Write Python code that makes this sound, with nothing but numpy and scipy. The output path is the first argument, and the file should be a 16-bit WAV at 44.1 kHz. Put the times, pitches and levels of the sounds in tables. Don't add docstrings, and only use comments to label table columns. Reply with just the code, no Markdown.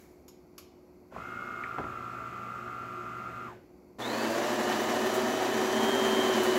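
import sys
import numpy as np
from scipy import signal
from scipy.fft import rfft, irfft
from scipy.io import wavfile

SR = 44100
rng = np.random.default_rng(int(sys.argv[2]) if len(sys.argv) > 2 else 0)


def inscribe(sig):
    pcm = np.round(np.clip(np.atleast_2d(sig).T, -1, 1) * 32767)
    wavfile.write(sys.argv[1], SR, pcm.astype(np.int16))


N = 290178
TIME = np.arange(N) / SR
BINS = np.fft.rfftfreq(N, 1 / SR)

MAINS_HZ = 60
MAINS_PULSE = 2 * np.pi * 2 * MAINS_HZ * TIME
DRIVE_ON_S, DRIVE_OFF_S = 1.103, 3.467
GRINDER_ON_S, BITE_S = 3.984, 0.0077


def amp(db):
    return 10 ** (np.asarray(db) / 20)


def unit(x):
    return x / np.sqrt(np.mean(x ** 2) + 1e-20)


def read(points, hz):
    f, value = np.transpose(points)
    return np.interp(np.log(hz + 1), np.log(f + 1), value)


def colour(x, spectrum):
    return unit(irfft(rfft(x) * amp(read(spectrum, BINS)), N))


def noise():
    return rng.standard_normal(N)


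def wander(hz):
    return unit(irfft(rfft(noise()) * np.exp(-(BINS / hz) ** 2), N))


def curve(points):
    return np.interp(TIME, *np.transpose(points))


def since(s):
    return np.maximum(TIME - s, 0)


def rise(s, lag):
    return 1 - np.exp(-since(s) / lag)


def add(mix, s, sound):
    part = mix[round(s * SR):][:len(sound)]
    part += sound[:len(part)]


def ring(modes):
    t = TIME[:SR // 2]
    return sum(amp(db - 60 * t / t60) * np.sin(2 * np.pi * hz * t) for hz, db, t60 in modes)


def burst(hz, octaves, t60):
    t = TIME[:SR // 2]
    edges = hz * 2. ** np.array([-octaves, octaves])
    edges = np.minimum(edges, [SR / 2 - 2000, SR / 2 - 1000])
    band = signal.butter(3, edges, "bandpass", fs=SR, output="sos")
    puff = rng.standard_normal(len(t)) * amp(-60 * t / t60)
    return signal.sosfilt(band, puff) * np.sqrt(SR / 2 / np.ptp(edges))


def reverb(x):
    # f/Hz, t60/s
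    room_t60 = [(150, 1), (1000, 0.33), (3000, 0.6), (7000, 0.35), (15000, 0.22)]
    hz, _, bands = signal.stft(rng.standard_normal(SR // 2), SR, nperseg=256)
    t = np.arange(bands.shape[1]) * 128 / SR
    tail = signal.istft(bands * amp(-60 * t / read(room_t60, hz)[:, None]), SR, nperseg=256)[1]
    return signal.fftconvolve(x, tail / np.linalg.norm(tail))[:N]


def room_tone(vent_db=-58, air_db=-74.5, waver=0.038, hiss_db=-61.5, hiss_fall_db_per_s=75):
    # f/Hz, relative level/dB per Hz
    vent_spectrum = [(18, -47), (30, -43), (49, -13.5), (86, -11.5), (106, -21.5), (178, -10), (288, -16.5),
                     (324, -10.5), (364, -13), (383, -13.5), (909, -24.5), (1600, -36.5), (2080, -76),
                     (3520, -120)]
    # f/Hz, relative level/dB per Hz
    air_spectrum = [(880, -39), (1500, -36), (1860, -3.5), (2160, 0.5), (2630, -6), (2960, -17),
                    (4020, -14.5), (4350, -5), (5240, -10.5), (5840, -9), (6640, -11), (7260, -11.5),
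                    (9280, -25), (11300, -9), (15800, -18)]
    # f/Hz, relative level/dB per Hz
    hiss_spectrum = [(710, -36), (1200, -6), (1870, -3), (2060, -3), (2220, 2), (2750, -13), (7430, -8.5),
                     (8450, -18), (12100, -9), (15800, -16)]
    # f/Hz, level/dB
    hum_tones = [(253.0, -67.5), (296.1, -66), (359.7, -60)]
    hum = sum(amp(db) * np.sqrt(2) * np.sin(2 * np.pi * hz * TIME) * (1 + waver * wander(12))
              for hz, db in hum_tones)
    vent = amp(vent_db) * colour(noise(), vent_spectrum)
    air = amp(air_db) * colour(noise(), air_spectrum)
    hiss = amp(hiss_db - hiss_fall_db_per_s * TIME) * colour(noise(), hiss_spectrum)
    return vent + air + hum + hiss


def clicks(room_db=-5, attack_s=0.00047):
    # t/s, level/dB, t60/s, metallic ring level/dB (ring() is halved below)
    click_events = [(0.281, -52, 0.088, -50.5), (0.58, -44, 0.088, -78)]
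    # f/Hz, relative level/dB per Hz
    tick_spectrum = [(590, -29), (1000, 2), (1700, -9), (1930, -16), (2170, -2), (2730, -6), (2890, -4),
                     (3250, -7), (5400, -2), (7120, -3), (9180, -18), (11700, 0.5), (15800, -17)]
    # f/Hz, relative level/dB, t60/s
    metal_modes = [(5303, -5, 0.12), (6153, -10, 0.14), (6720, -1, 0.11), (6900, 1, 0.092),
                   (7150, -9, 0.15)]
    out = np.zeros(N)
    for s, db, t60, ring_db in click_events:
        envelope = amp(db - 60 * TIME / t60) * (1 - np.exp(-TIME / attack_s))
        add(out, s, envelope * colour(noise(), tick_spectrum))
        add(out, s, amp(ring_db) * ring(metal_modes) / 2)
    return out + amp(room_db) * reverb(out)


def drive_state(spin_up_s=0.026, coast_s=0.17, load_on_s=1.61, load_lag_s=0.12):
    spin = rise(DRIVE_ON_S, spin_up_s) * np.maximum(1 - since(DRIVE_OFF_S) / coast_s, 0)
    return spin, rise(load_on_s, load_lag_s)


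def run_up(missing_share=0.42, run_up_s=0.19):
    return missing_share * np.exp(-since(GRINDER_ON_S) / run_up_s)


def mains_hum(drive_db=-59, load_db=5.0, grinder_db=-55.0, inrush_db=13, second_db=-8, third_db=-9):
    spin, load = drive_state()
    drive_current = spin * amp(drive_db + load_db * load)
    grinder_current = rise(GRINDER_ON_S, BITE_S) * amp(grinder_db + inrush_db * run_up())
    hum = sum(amp(db) * np.sin((k + 1) * MAINS_PULSE) for k, db in enumerate([0, second_db, third_db]))
    return (drive_current + grinder_current) * np.sqrt(2) * hum


def gear_motor(tones_db=-39.8, rasp_db=-48, casing_db=-49.5, treble_db=-54.0, overtones_db=-56.0,
               sing_db=-53.5, mesh_load_db=-1.24, sing_load_db=-10, engage_s=0.13, mesh_power=2.9,
               rattle_power=1.55, jitter=0.0019, flutter=0.16, throb_start=0.83, throb_end=0.41,
               room_db=-7, casing_throb=0.054, wobble_rad=0.01):
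    # t/s, turn rate/Hz
    drive_speed = [(1.2, 58.6), (1.45, 59.9), (1.6, 59.4), (1.74, 57.3), (2.0, 56.4), (2.45, 56.9),
                   (2.65, 57.5), (3.05, 56.9), (3.3, 57.4)]
    # multiple of the turn rate, relative level/dB
    gear_orders = [(20.1, -17.5), (21, 3.5), (22, 2), (24, 4)]
    # multiple of the turn rate, relative level/dB
    gear_overtones = [(11.4, -6), (13, -6), (35, -15), (38.1, -13), (43, -14), (44, -11), (45, -15),
                      (48, -13.5)]
    # f/Hz, relative level/dB per Hz
    gearbox_spectrum = [(650, -41), (1095, -46), (1145, 9), (1220, 12.5), (1280, 4), (1410, 10.5),
                        (1550, -22), (2020, -35), (3410, -120)]
    # f/Hz, relative level/dB per Hz
    casing_spectrum = [(29, -47), (50, -14), (118, -9.5), (146, -11), (229, 1.5), (327, -12), (362, 1.5),
                       (433, -12), (741, -9.5), (864, -14.5), (1060, -8), (1380, -64), (2330, -120)]
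    # f/Hz, relative level/dB per Hz
    treble_spectrum = [(880, -30.5), (1500, 1.5), (1610, -4.5), (1880, -8.5), (2000, -6.5), (2340, -10.5),
                       (2600, -10.5), (3020, -15), (3750, -21), (5780, -25.5), (6640, -22.5), (7470, -24),
                       (9370, -37), (11500, -29), (15800, -36)]

    spin, load = drive_state()
    angle = 2 * np.pi * np.cumsum(spin * curve(drive_speed) * (1 + jitter * wander(30.0))) / SR
    throb = np.clip(curve([(DRIVE_ON_S, throb_start), (DRIVE_OFF_S, throb_end)]), 0, 1)
    bite = 1 - throb * np.cos(angle)
    shake = 1 - casing_throb * np.cos(angle)

    def tones(orders, turn):
        return np.sqrt(2) * sum(amp(db) * (1 + flutter * wander(40)) * np.cos(k * turn) for k, db in orders)

    teeth = tones(gear_orders, angle + wobble_rad * throb * np.sin(angle))
    teeth /= np.linalg.norm([amp(db) for _, db in gear_orders])
    rasp = amp(rasp_db) * colour(noise() * bite, gearbox_spectrum)
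    teeth = amp(tones_db) * bite * teeth + rasp
    sing = amp(sing_db + sing_load_db * load) * np.sqrt(2) * np.cos(36 * angle)
    casing = amp(casing_db) * colour(noise(), casing_spectrum)
    casing = shake * (casing + amp(treble_db) * colour(noise(), treble_spectrum))
    overtones = amp(overtones_db) * tones(gear_overtones, angle)
    mesh = rise(DRIVE_ON_S, engage_s) * spin ** mesh_power
    rattle = spin ** rattle_power
    return (mesh * (teeth * amp(mesh_load_db * load) + sing) + rattle * (casing + overtones)
            + amp(room_db) * reverb(rattle * casing))


def knocks(ring_db=-17, room_db=-9, bright_hz=1000, t60=0.031):
    # t/s, level/dB, centre f/Hz, half width/octaves
    knock_events = [(1.122, -46, 790, 0.68), (1.163, -34, 607, 0.61), (1.179, -39, 332, 1.1),
                    (1.636, -29.5, 1940, 0.27), (1.7838, -27, 710, 1.07), (1.791, -27.5, 200, 1.04),
                    (1.803, -31.5, 290, 1.14), (1.841, -34, 320, 2.04), (1.861, -39, 240, 1.6)]
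    # f/Hz, relative level/dB, t60/s
    brew_unit_modes = [(89, 2.5, 0.16), (183, -1, .09), (251, 4, 0.13), (419, 2, 0.1), (660, 9, .07),
                       (1004, 9, 0.061), (1490, -1, 0.079), (2080, -7, .06)]
    out = np.zeros(N)
    for s, db, hz, octaves in knock_events:
        dullness = 1 / (1 + (hz / bright_hz) ** 2)
        add(out, s, amp(db) * burst(hz, octaves, t60))
        add(out, s, amp(db + ring_db) * dullness * ring(brew_unit_modes))
    return out + amp(room_db) * reverb(out)


def cracks(room_db=-7):
    # t/s, level/dB, centre f/Hz, half width/octaves
    crack_events = [(4.302, -50, 9000, .8), (4.722, -37.5, 3200, 0.55), (4.733, -53, 3220, 0.45),
                    (4.81, -49, 14540, .25), (4.93, -54, 12010, .5), (5.057, -49, 12490, 0.27),
                    (5.141, -39, 10000, 0.98), (6.176, -24, 347, 0.19), (6.336, -36, 3440, 0.91),
                    (6.434, -39, 8940, 0.96)]
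    out = np.zeros(N)
    for s, db, hz, octaves in crack_events:
        add(out, s, amp(db) * burst(hz, octaves, t60=0.14))
    return out + amp(room_db) * reverb(out)


def fractures(per_s, spread_db):
    size = amp(spread_db * np.minimum(rng.exponential(1, N), 4))
    return unit(noise() * size * (rng.random(N) < per_s / SR))


def grinder_gain(db, near_db, speed_power):
    near = curve([(5.59, 0), (6.06, 1)])
    return rise(GRINDER_ON_S, BITE_S) * (1 - run_up()) ** speed_power * amp(db + near_db * near)


def tone(phase, rough, shake_hz=30, patchy_db=2.6):
    line = np.cos(phase) + rough * (wander(shake_hz) * np.cos(phase) + wander(shake_hz) * np.sin(phase))
    return unit(line * amp(patchy_db * wander(33)))


def housing(x):
    # f/Hz, width/Hz, relative level/dB
    resonances = [(1820, 51, -50.5), (2892, 50, -62), (3030, 37, -50.5), (4120, 17, -58), (4640, 14, -60.5),
                  (6000, 170, -59), (11400, 150, -69)]
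    spectrum = rfft(x)
    return sum(amp(db) * unit(irfft(spectrum / (1 + 2j * (BINS - hz) / width), N))
               for hz, width, db in resonances)


def beans(surge_db=0.93, torque_ripple=0.021):
    # f/Hz, relative level/dB per Hz
    rumble_spectrum = [(40, -37), (90, -26), (160, -18), (195, -15.5), (220, 7.5), (260, 1.5), (300, -1),
                       (345, 1), (450, -2), (520, -7.5), (700, -38.5)]
    # f/Hz, relative level/dB per Hz
    grinding_spectrum = [(270, -24), (460, -8.5), (492, -6), (619, 6), (674, 3), (740, 4), (806, 0.5),
                         (971, 2.5), (1360, -4.5), (1820, -3.5), (2070, -8), (2740, -14.5), (3110, -29),
                         (3350, -16), (3500, -49.5), (4550, -63), (7700, -120)]
    # f/Hz, relative level/dB per Hz
    crunch_spectrum = [(1940, -15.5), (3300, -8), (3390, -2), (3710, 0.5), (5220, -7), (6190, -4),
                       (6520, -4.5), (7340, -4), (8530, -15.5), (11600, -14.5), (13700, -18), (15200, -21),
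                       (15800, -13)]
    feed = amp(surge_db * wander(42))
    snaps = fractures(per_s=6000, spread_db=1.0) + 1.12 * noise()
    snaps *= 1 + torque_ripple * np.cos(MAINS_PULSE)
    rumble = colour(snaps * feed, rumble_spectrum)
    grinding = colour(snaps * feed, grinding_spectrum)
    crunch = colour(snaps * np.sqrt(feed) + noise(), crunch_spectrum)
    return (housing(snaps * feed) * grinder_gain(db=-2.5, near_db=-1.0, speed_power=1.9)
            + rumble * grinder_gain(db=-35.5, near_db=3.0, speed_power=1.7)
            + grinding * grinder_gain(db=-34, near_db=2.5, speed_power=1.37)
            + crunch * grinder_gain(db=-44.0, near_db=2.5, speed_power=1.6))


def drone(angle, rough=0.25):
    # multiple of the turn rate, relative level/dB
    grinder_orders = [(1.7, -8.5), (2, -10.5), (3.38, -17.5), (4.73, -18.5), (6.8, -25.5), (9, -29),
                      (13, -27.5), (14, -38), (15, -26), (16, -27), (24, -41)]
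    overtones = sum(amp(db) * tone(k * angle, rough) for k, db in grinder_orders)
    return (tone(angle, rough) * grinder_gain(db=-36.8, near_db=7, speed_power=3.4)
            + overtones * grinder_gain(db=-31.5, near_db=-6.5, speed_power=3.1))


def whine(speed, angle, upper_db=-6.5, lower_db=-7, rough=0.15, scatter=3.3, patchy_db=1.2,
          panel_hz=3193, panel_half_width_hz=76, panel_boost_db=14,
          squeal_db=-33, squeal_rough=1.6, squeal_power=0.9, lag_s=0.032, swell_s=0.048):
    lines = np.zeros(N)
    for side, db in [(-1, lower_db), (0, 0), (1, upper_db)]:
        hz = 8 * speed + side * 2 * MAINS_HZ
        phase = 8 * angle + side * MAINS_PULSE
        panel_db = panel_boost_db / (1 + ((hz - panel_hz) / panel_half_width_hz) ** 2)
        lines += amp(db + panel_db) * tone(phase, rough + scatter * run_up(), patchy_db=patchy_db)
    start_s = GRINDER_ON_S + lag_s
    lines *= rise(start_s, swell_s) * grinder_gain(db=-47.5, near_db=7, speed_power=.1)
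    squeal = amp(squeal_db) * run_up() ** squeal_power * rise(start_s, BITE_S)
    return lines + squeal * tone(14 * angle, squeal_rough, shake_hz=220)


def grinder(jitter=0.00166):
    # t/s, turn rate/Hz
    grinder_speed = [(4.18, 376), (4.32, 361), (4.6, 367), (4.9, 365), (5.1, 375), (5.66, 376),
                     (5.9, 388.6), (6.1, 380.5), (6.22, 382.5), (6.34, 379), (6.47, 369.4), (6.58, 373.5)]
    speed = curve(grinder_speed) * (1 - run_up())
    angle = 2 * np.pi * np.cumsum(speed * (1 + jitter * wander(19.6))) / SR
    return beans() + drone(angle) + whine(speed, angle)


def scene():
    return (room_tone() + clicks() + mains_hum() + gear_motor() + knocks() + cracks() + grinder())[None]


def record(dry, low_cut_hz=42, edge_hz=15790):
    lean = signal.sosfilt(signal.butter(3, low_cut_hz, "highpass", fs=SR, output="sos"), dry)
    band_limit = signal.firwin(511, edge_hz, window=("kaiser", 9), fs=SR)
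    return signal.oaconvolve(lean, band_limit[None], "same")


dry = scene()
out = record(dry)
inscribe(out)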